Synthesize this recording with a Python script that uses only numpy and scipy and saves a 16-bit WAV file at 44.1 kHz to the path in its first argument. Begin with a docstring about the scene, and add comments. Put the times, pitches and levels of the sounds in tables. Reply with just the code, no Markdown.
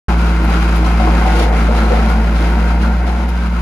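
"""A diesel road roller creeps over a wet gravel yard, a few metres away, and slowly draws off.
From the start the exhaust drones at the firing rate, the engine clatters, the steel drum knocks on
stones and a panel drones; from 1 s the housing booms and crunches thicken, the drum rumbling most at 1.4 s.
A faint whistle peaks at 2 s; near 3 s the engine speeds up and its level drops.
Tones follow the engine cycle; clatter, rumble and grit are noise and clicks shaped by resonances."""
import sys
import numpy as np
from scipy import signal
from scipy.fft import rfft, irfft, next_fast_len
from scipy.io import wavfile
from scipy.ndimage import uniform_filter1d, minimum_filter1d, map_coordinates

SR = 44100
rng = np.random.default_rng(int(sys.argv[2]) if len(sys.argv) > 2 else 0)


def materialize(psi):
    """Save the field psi as 16-bit PCM at rate SR to the path in sys.argv[1].

    A 1-D psi becomes a single channel; in a 2-D psi each row is a channel.
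    """
    bounded = np.clip(np.atleast_2d(psi).T, -1, 1)
    quanta = np.round(bounded * 32767).astype(np.int16)
    wavfile.write(sys.argv[1], SR, quanta)


N = 159201
TIME_S = np.arange(N) / SR

# engine speed: (time [s], firing rate [1/s])
FIRING_RATE = [(0.08, 57.7), (0.3, 57.72), (0.5, 57.06), (0.7, 56.51), (0.95, 57.22), (1.15, 56.7),
               (1.4, 55.88), (1.65, 55.98), (1.85, 56.63), (2.07, 56.82), (2.3, 56.33), (2.53, 57.27),
               (2.76, 58.05), (3.0, 59.28), (3.2, 59.87), (3.4, 59.57), (3.6, 58.06)]
# engine loudness: (time [s], level [dB], extra level of exhaust overtones [dB])
ENGINE_LEVEL = [(.1, -0.6, 2), (.55, -1, 1), (1.1, 0.3, 0.5), (1.45, 0, -1.5), (2.0, -0.5, -2),
                (2.5, -0.9, -0.5), (2.85, -1, 0.5), (3.2, -4, -0.5), (3.6, -4, 3)]
# rolling loudness: (time [s], level [dB])
ROLLING_LEVEL = [(.1, -28.5), (.3, -28), (.75, -29.5), (1.05, -25.5), (1.4, -20.5), (1.65, -23.5),
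                 (1.95, -21.5), (2.2, -25.5), (2.45, -23.5), (2.9, -27.5), (3.25, -25.5), (3.48, -35),
                 (3.6, -31)]
# rolling spectrum slope: (frequency [Hz], relative level [dB])
ROLLING_COLOUR = [(120, -33), (280, 0.5), (400, -1.5), (620, -2.5), (780, -1), (1000, -3.5), (1200, -10),
                  (1500, -6), (2200, -8), (3200, -30), (8000, -54.5)]
# drum shell modes: (frequency [Hz], width [Hz], relative level [dB])
SHELL_MODES = [(304, 9, 4), (327, 14.5, 9), (416.6, 6.9, 8.5), (471, 9.2, 10.1), (497, 5.8, 8.9),
               (555, 8.1, 9.5), (601, 10.4, 8.5), (705.5, 12.6, 9.7), (726.5, 5.4, 11.5), (749, 12, 8.2),
               (774, 5.2, 8.9), (813.5, 7.7, 7.3), (875, 7.6, 9.7), (1107, 11, 4.6)]
HOUSING_HZ = 220  # resonance of the engine housing


def undb(db):
    """Decibels to gain."""
    return 10 ** (np.asarray(db) / 20)


def unit(x):
    """Scale to rms 1."""
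    return x / np.sqrt(np.mean(x ** 2))


def curve(rows, column=1):
    """Join one column of timed rows by straight lines."""
    columns = np.array(rows).T
    return np.interp(TIME_S, columns[0], columns[column])


def walk(rate_hz):
    """Smooth random drift, rms 1, from rate_hz new values per second."""
    step = int(SR / rate_hz)
    held = np.repeat(rng.standard_normal(400), step)[:N]
    return unit(uniform_filter1d(uniform_filter1d(held, step), step))


def bins():
    """Frequencies of the padded spectrum, in Hz."""
    return np.maximum(np.fft.rfftfreq(next_fast_len(N), 1 / SR), 1)


def colour(rows, resonances=()):
    """Gain per frequency: a smooth slope with resonances standing on it."""
    f = bins()
    hz, db = np.array(rows).T
    slope = undb(np.interp(np.log(f), np.log(hz), db))
    peaks = sum((undb(2 * d) - 1) / (1 + (2 * (f - c) / width) ** 2) for c, width, d in resonances)
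    return slope * np.sqrt(np.maximum(1 + peaks, 1 / 10))


def band(hz, half_width_hz):
    """Gain of a narrow resonance, halved at half_width_hz from its centre."""
    return 1 / (1 + ((bins() - hz) / half_width_hz) ** 2)


def near(f, hz, spread_oct):
    """Weight that falls away on both sides of hz, halved at spread_oct."""
    return 1 / (1 + (np.log2(f / hz) / spread_oct) ** 2)


def heard(pair, gain):
    """Colour two unrelated excitations and mix them to left and right, at rms 1."""
    # stereo image: (frequency [Hz], likeness [-1..1], left minus right [dB], left phase lead [rad])
    stereo_image = [(57, .9999, 4.5, -0.3), (170, 1, 0.9, 0.32), (323, 0.96, -0.7, -0.05),
                    (500, 0.96, 2, 1.13), (650, 0.84, 6, 0.12), (895, 0.91, 3, 0.4), (1190, 0.74, 5, 1.84),
                    (1364, 0.99, 4, -1), (1720, 0.015, 0.5, 1), (2020, 0.66, 0, .5), (3180, 0, 3, 2),
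                    (4140, 0.22, 1.5, -1), (5030, 0, 4.5, -1.5), (6030, 0.11, 3, 0.4),
                    (7190, 0.62, 6.5, -2.1), (7730, 1, -1, -2.5), (9500, 1, -4, -6.5),
                    (9480, 0.71, 0, -4.5), (11400, 1, 0, -6), (13300, 0.99, 0.5, -4.5)]
    f, size = bins(), next_fast_len(N)
    hz, *columns = np.array(stereo_image).T
    like, balance_db, lead_rad = (np.interp(np.log(f), np.log(np.maximum(hz, 1)), c) for c in columns)
    like = np.clip(like, -1, 1)
    sign = np.array([[1], [-1]])  # left, right
    mid, side = rfft(pair, size) * gain
    both = mid * np.sqrt(1 + like) + sign * side * np.sqrt(1 - like)
    both = both * undb(sign * balance_db / 2) * np.exp(sign * 1j * lead_rad / 2)
    return unit(irfft(both, size)[:, :N])


def noise():
    """Two unrelated white noises."""
    return rng.standard_normal((2, N))


def grains(per_s, scatter_db):
    """Dense random clicks of uneven size."""
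    clicks = rng.random(N) < per_s / SR
    size_db = scatter_db * np.minimum(rng.exponential(size=N), 4)
    return unit(noise() * clicks * undb(size_db))


def burst(start_s, rise_s, fade_s):
    """Quick linear rise, exponential fall."""
    age = np.maximum(TIME_S - start_s, 0)
    return np.minimum(age / rise_s, 1) * np.exp(-np.maximum(age - rise_s, 0) / fade_s)


def whistle():
    """A faint narrow noise band from the engine bay comes and goes, its pitch drifting by resampling."""
    # whistle loudness: (time [s], level [dB])
    whistle_level = [(.1, -62), (1.0, -57), (1.6, -54), (2.0, -48), (2.4, -59), (3.6, -62)]
    hz, half_width_hz, pitch_drift, waver_db = 4150, 45, 0.0087, 5
    tone = heard(noise(), band(hz, half_width_hz))
    place = np.cumsum(1 + pitch_drift * walk(4))
    drifting = np.array([map_coordinates(side, [place], mode="mirror") for side in tone])
    return undb(curve(whistle_level) + waver_db * walk(8)) * drifting


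def whines():
    """Lightly damped panels sing on narrow tones that come and go, and fade as the roller draws off."""
    # singing panels: (frequency [Hz], half width [Hz], level before engine loudness [dB])
    singing_panels = [(929.4, 11, -37), (1398, 7.7, -38), (1030, 16, -43), (1308, 40, -42),
                      (1438, 6.3, -41), (1565, 11, -40), (2106, 13, -42.5), (2552, 23, -48.5)]
    waver_db = 2.5
    tones = 0
    for hz, half_width_hz, db in singing_panels:
        tones = tones + undb(db + waver_db * walk(8.98)) * heard(noise(), band(hz, half_width_hz))
    return undb(curve(ENGINE_LEVEL)) * tones


def booms():
    """Now and then the housing's resonance swells for a moment."""
    # swells: (centre time [s], level [dB], half length to 1/e [s])
    swells = [(1.02, -22.5, .06), (1.417, -22.5, 0.056), (1.84, -21, 0.058), (2.013, -20.5, 0.052),
              (2.166, -22, 0.067), (2.59, -22.5, 0.054), (2.862, -24.5, 0.043)]
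    swell = sum(undb(db) * np.exp(-((TIME_S - centre_s) / length_s) ** 2) for centre_s, db, length_s in swells)
    return np.sqrt(2) * swell * np.cos(2 * np.pi * HOUSING_HZ * TIME_S + 0.89 * walk(12))


def housing(cycles):
    """Two beating hums, loudest where they meet the housing's resonance, its boom and a droning panel."""
    # machine hums: (multiple of firing rate [-], level at resonance before engine loudness [dB])
    machine_hums = [(3.72, -31.5), (4, -32)]
    # boom spectrum: (frequency [Hz], relative level [dB])
    boom_colour = [(20, -32), (42, -19), (62, -9.5), (88, -14), (140, -10.5), (185, -7), (214, 0),
                   (230, -5), (250, -3.5), (278, -13.5), (420, -29), (900, -53.5)]
    # droning panel loudness: (time [s], level [dB])
    drone_level = [(.1, -35), (.5, -28), (1.1, -30), (1.7, -40), (2.7, -37), (3.6, -49)]
    width_hz, hum_waver_db = 25, 2.5
    boom_db = -25.5  # before engine loudness
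    drone_hz, drone_half_width_hz = 321.6, 10.5
    firing_hz = curve(FIRING_RATE)
    hums = 0
    for multiple, db in machine_hums:
        resonance = 1 / np.hypot(1, 2 * (multiple * firing_hz - HOUSING_HZ) / width_hz)
        tone = np.cos(2 * np.pi * multiple * cycles + 0.51 * walk(6.13))
        hums = hums + undb(db + hum_waver_db * walk(12)) * resonance * tone
    boom = undb(boom_db) * heard(noise(), colour(boom_colour))
    drone = heard(noise(), band(drone_hz, drone_half_width_hz))
    return undb(curve(ENGINE_LEVEL)) * (np.sqrt(2) * hums + boom) + undb(curve(drone_level)) * drone


def gravel():
    """Fine grit crackles as the drum rolls; now and then a stone is crushed or ticks."""
    # crushed stones: (start [s], level [dB], fade [s])
    crushed_stones = [(0.747, -37, 0.049), (0.842, -35, 0.054), (0.995, -35, 0.033), (1.26, -31.5, 0.049),
                      (1.35, -29.5, .05), (1.388, -28, 0.037), (1.419, -33, 0.026), (1.755, -31, .05),
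                      (2.085, -35, 0.046), (2.348, -35, .03), (2.81, -33.5, 0.045), (3.06, -36, 0.1),
                      (3.28, -37, .025)]
    # grit spectrum: (frequency [Hz], relative level [dB])
    grit_colour = [(500, -22), (1500, -9), (2200, 4), (3200, 4.5), (4300, 1.5), (7000, -7.5),
                   (11500, -13.5), (14000, -29)]
    # sharp grit ticks: (start [s], level [dB], centre frequency [Hz])
    grit_ticks = [(.443, -38, 11500), (.76, -35.5, 10500), (1.386, -38, 10500), (2.095, -42, 11500),
                  (2.498, -45, 11800), (3.289, -40, 12300)]
    grit_per_s, grit_scatter_db = 3000, 2
    grit_db = -16.5  # relative to the rolling level
    tick_fade_s, tick_width_hz = 0.0091, 2400
    crush = sum(undb(db) * burst(start_s, 0.0081, fade_s) for start_s, db, fade_s in crushed_stones)
    steady = undb(grit_db + curve(ROLLING_LEVEL) + 2.5 * walk(20))
    grit = grains(grit_per_s, grit_scatter_db) + 1.1 * noise()
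    out = np.hypot(crush, steady) * heard(grit, colour(grit_colour))
    for start_s, db, hz in grit_ticks:
        ring = 1 / np.hypot(1, 2 * (bins() - hz) / tick_width_hz)
        out = out + undb(db) * burst(start_s, .002, tick_fade_s) * heard(noise(), ring)
    return out


def drum():
    """Stones drive the hollow steel shell into a steady rumble."""
    rumble = heard(grains(2500, 1.7), colour(ROLLING_COLOUR, SHELL_MODES))
    return rumble * undb(curve(ROLLING_LEVEL) + 1.1 * walk(18))


def knocks():
    """Each stone grinds briefly against the drum, and the shell modes near its pitch ring on."""
    # stone knocks: (start [s], strength before grind and ring gains [dB], centre frequency [Hz], grind fade [s])
    stone_knocks = [(0.086, -16, 980, 0.053), (.489, -24.5, 850, 0.041), (.54, -22, 326, .05),
                    (.829, -24.5, 750, 0.042), (.94, -31, 796, 0.058), (0.997, -18, 725, 0.04),
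                    (1.068, -16, 1000, 0.04), (1.07, -17, 322, 0.03), (1.175, -24, 328, 0.027),
                    (1.256, -14.5, 786, 0.059), (1.28, -21, 2100, .025), (1.349, -20.5, 422, 0.047),
                    (1.4, -18.5, 476, 0.046), (1.509, -20.5, 580, .04), (1.535, -25, 2100, .035),
                    (1.684, -18.5, 523, 0.044), (1.769, -22.5, 332, 0.038), (1.785, -20, 1400, 0.047),
                    (1.904, -14.5, 478, 0.044), (1.96, -22.5, 690, 0.06), (2.1, -22, 1100, .035),
                    (2.405, -20, 345, 0.075), (2.538, -29, 794, 0.029), (2.799, -24, 324, 0.052),
                    (2.83, -20, 1300, 0.035), (3.069, -24.5, 700, 0.05)]
    rise_s, grind_db, grind_spread_oct = 0.003, -2.5, 0.39
    ring_db, ring_spread_oct, ring_damping = -13.5, .16, 0.67
    size = SR // 2
    age = np.arange(size) / SR
    f = np.maximum(np.fft.rfftfreq(size, 1 / SR), 1)
    mode_hz, width_hz, mode_db = np.array(SHELL_MODES).T
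    modes = np.exp(np.outer(2j * np.pi * mode_hz - np.pi * width_hz * ring_damping, age))
    grinding = heard(noise(), colour(ROLLING_COLOUR, SHELL_MODES))
    grinds, rings = np.zeros((2, 2, N + size))
    for start_s, db, hz, fade_s in stone_knocks:
        at = int(start_s * SR) + np.arange(size)
        attack = undb(db) * np.minimum(age / rise_s, 1)
        grind = unit(irfft(rfft(grinding[:, at % N]) * near(f, hz, grind_spread_oct), size))
        phase = np.exp(2j * np.pi * rng.random((2, len(SHELL_MODES))))
        struck = undb(ring_db + mode_db) * near(mode_hz, hz, ring_spread_oct) * phase
        grinds[:, at] += attack * np.exp(-age / fade_s) * grind
        rings[:, at] += attack * (struck @ modes).real
    rings = rings[:, :N]
    return undb(grind_db) * grinds[:, :N] + rings.std() * heard(rings, 1)


def clatter(cycles):
    """Combustion and valve gear rattle the panels twice a firing; part repeats every engine cycle."""
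    # clatter loudness: (time [s], level [dB])
    clatter_level = [(.1, -25.5), (.65, -23.5), (1.05, -23), (1.4, -24), (1.85, -24.5), (2.25, -26.5),
                     (2.8, -28), (3.05, -32), (3.6, -30)]
    # clatter spectrum slope: (frequency [Hz], relative level [dB])
    clatter_colour = [(150, -32), (330, -4.5), (600, -2.5), (950, 1), (1190, 0), (1450, 1.5), (1800, -6),
                      (2550, -5.5), (3000, -10.5), (3600, -16.5), (5000, -20.5), (7000, -22.5),
                      (11500, -31), (14000, -36)]
    # panel resonances: (frequency [Hz], width [Hz], height above slope [dB])
    panel_resonances = [(353, 28, 7.6), (435, 24, 3.8), (1045, 51, 2.5), (3400, 42, 2), (4080, 250, 4),
                        (4875, 150, 8.3), (5400, 100, 3)]
    stroke_depth, stroke_decay_strokes, stroke_scatter_db = 0.19, 0.5, 4.5
    repeat_share = 0.45  # of the power
    taps_per_s, tap_scatter_db = 2400, 1.5  # loose parts
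    ripple_db, ripple_hz = 1.77, 45.05  # reflections off the steel frame
    strokes = 2 * cycles
    size = undb(stroke_scatter_db * rng.standard_normal(1000))[strokes.astype(int)]
    gate = 1 + stroke_depth * size * np.exp(-(strokes % 1) / stroke_decay_strokes)
    engine_phase = cycles / 4 % 1  # four firings per engine cycle
    repeating = rng.standard_normal((2, 3000))[:, (engine_phase * 3000).astype(int)]
    taps = grains(taps_per_s, tap_scatter_db)
    rattle = np.sqrt(repeat_share) * repeating + np.sqrt(1 - repeat_share) * taps
    ripple = undb(ripple_db * np.interp(bins() / ripple_hz, np.arange(1000), rng.standard_normal(1000)))
    shaped = heard(rattle * gate, colour(clatter_colour, panel_resonances) * ripple)
    return shaped * undb(curve(clatter_level) + 1.53 * walk(22.45))


def exhaust(cycles):
    """Firing tones; the overtones swell and sink against the fundamental as the roller moves."""
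    # exhaust tones: (multiple of firing rate [-], level before engine loudness [dB], waver [dB])
    exhaust_tones = [(1, -11, 0.1), (2, -34.5, 1.5), (3, -22.5, 0.4)]
    pulse_skew_rad = 0.56  # lean of each firing pulse
    overtone_db = curve(ENGINE_LEVEL, 2)
    tones = 0
    for multiple, db, waver_db in exhaust_tones:
        gain = undb(db + waver_db * walk(14) + overtone_db * (multiple > 1))
        tones = tones + gain * np.cos(2 * np.pi * round(multiple) * cycles + pulse_skew_rad)
    return np.sqrt(2) * undb(curve(ENGINE_LEVEL)) * tones


def scene():
    """Gravel, drum, housing and engine together."""
    cycles = np.cumsum(curve(FIRING_RATE)) / SR  # firings so far
    background = whistle() + whines() + booms() + housing(cycles)
    ground = gravel() + drum() + knocks()
    return background + ground + clatter(cycles) + exhaust(cycles)


def record(dry):
    """Silence until the sound opens; a quick limiter holds the peaks and a low-pass cuts the top."""
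    start_s, open_s, top_hz = .083, 0.0007, 13100
    ceiling, limiter_s = .93, .008
    x = dry * np.clip((TIME_S - start_s) / open_s, 0, 1)
    span = int(limiter_s * SR)
    needed = ceiling / np.maximum(np.abs(x).max(axis=0), ceiling)
    gain = uniform_filter1d(minimum_filter1d(needed, 2 * span), span)
    low_pass = signal.ellip(8, .2, 80, top_hz, fs=SR, output="sos")
    return signal.sosfilt(low_pass, x * gain)


dry = scene()
out = record(dry)
materialize(out)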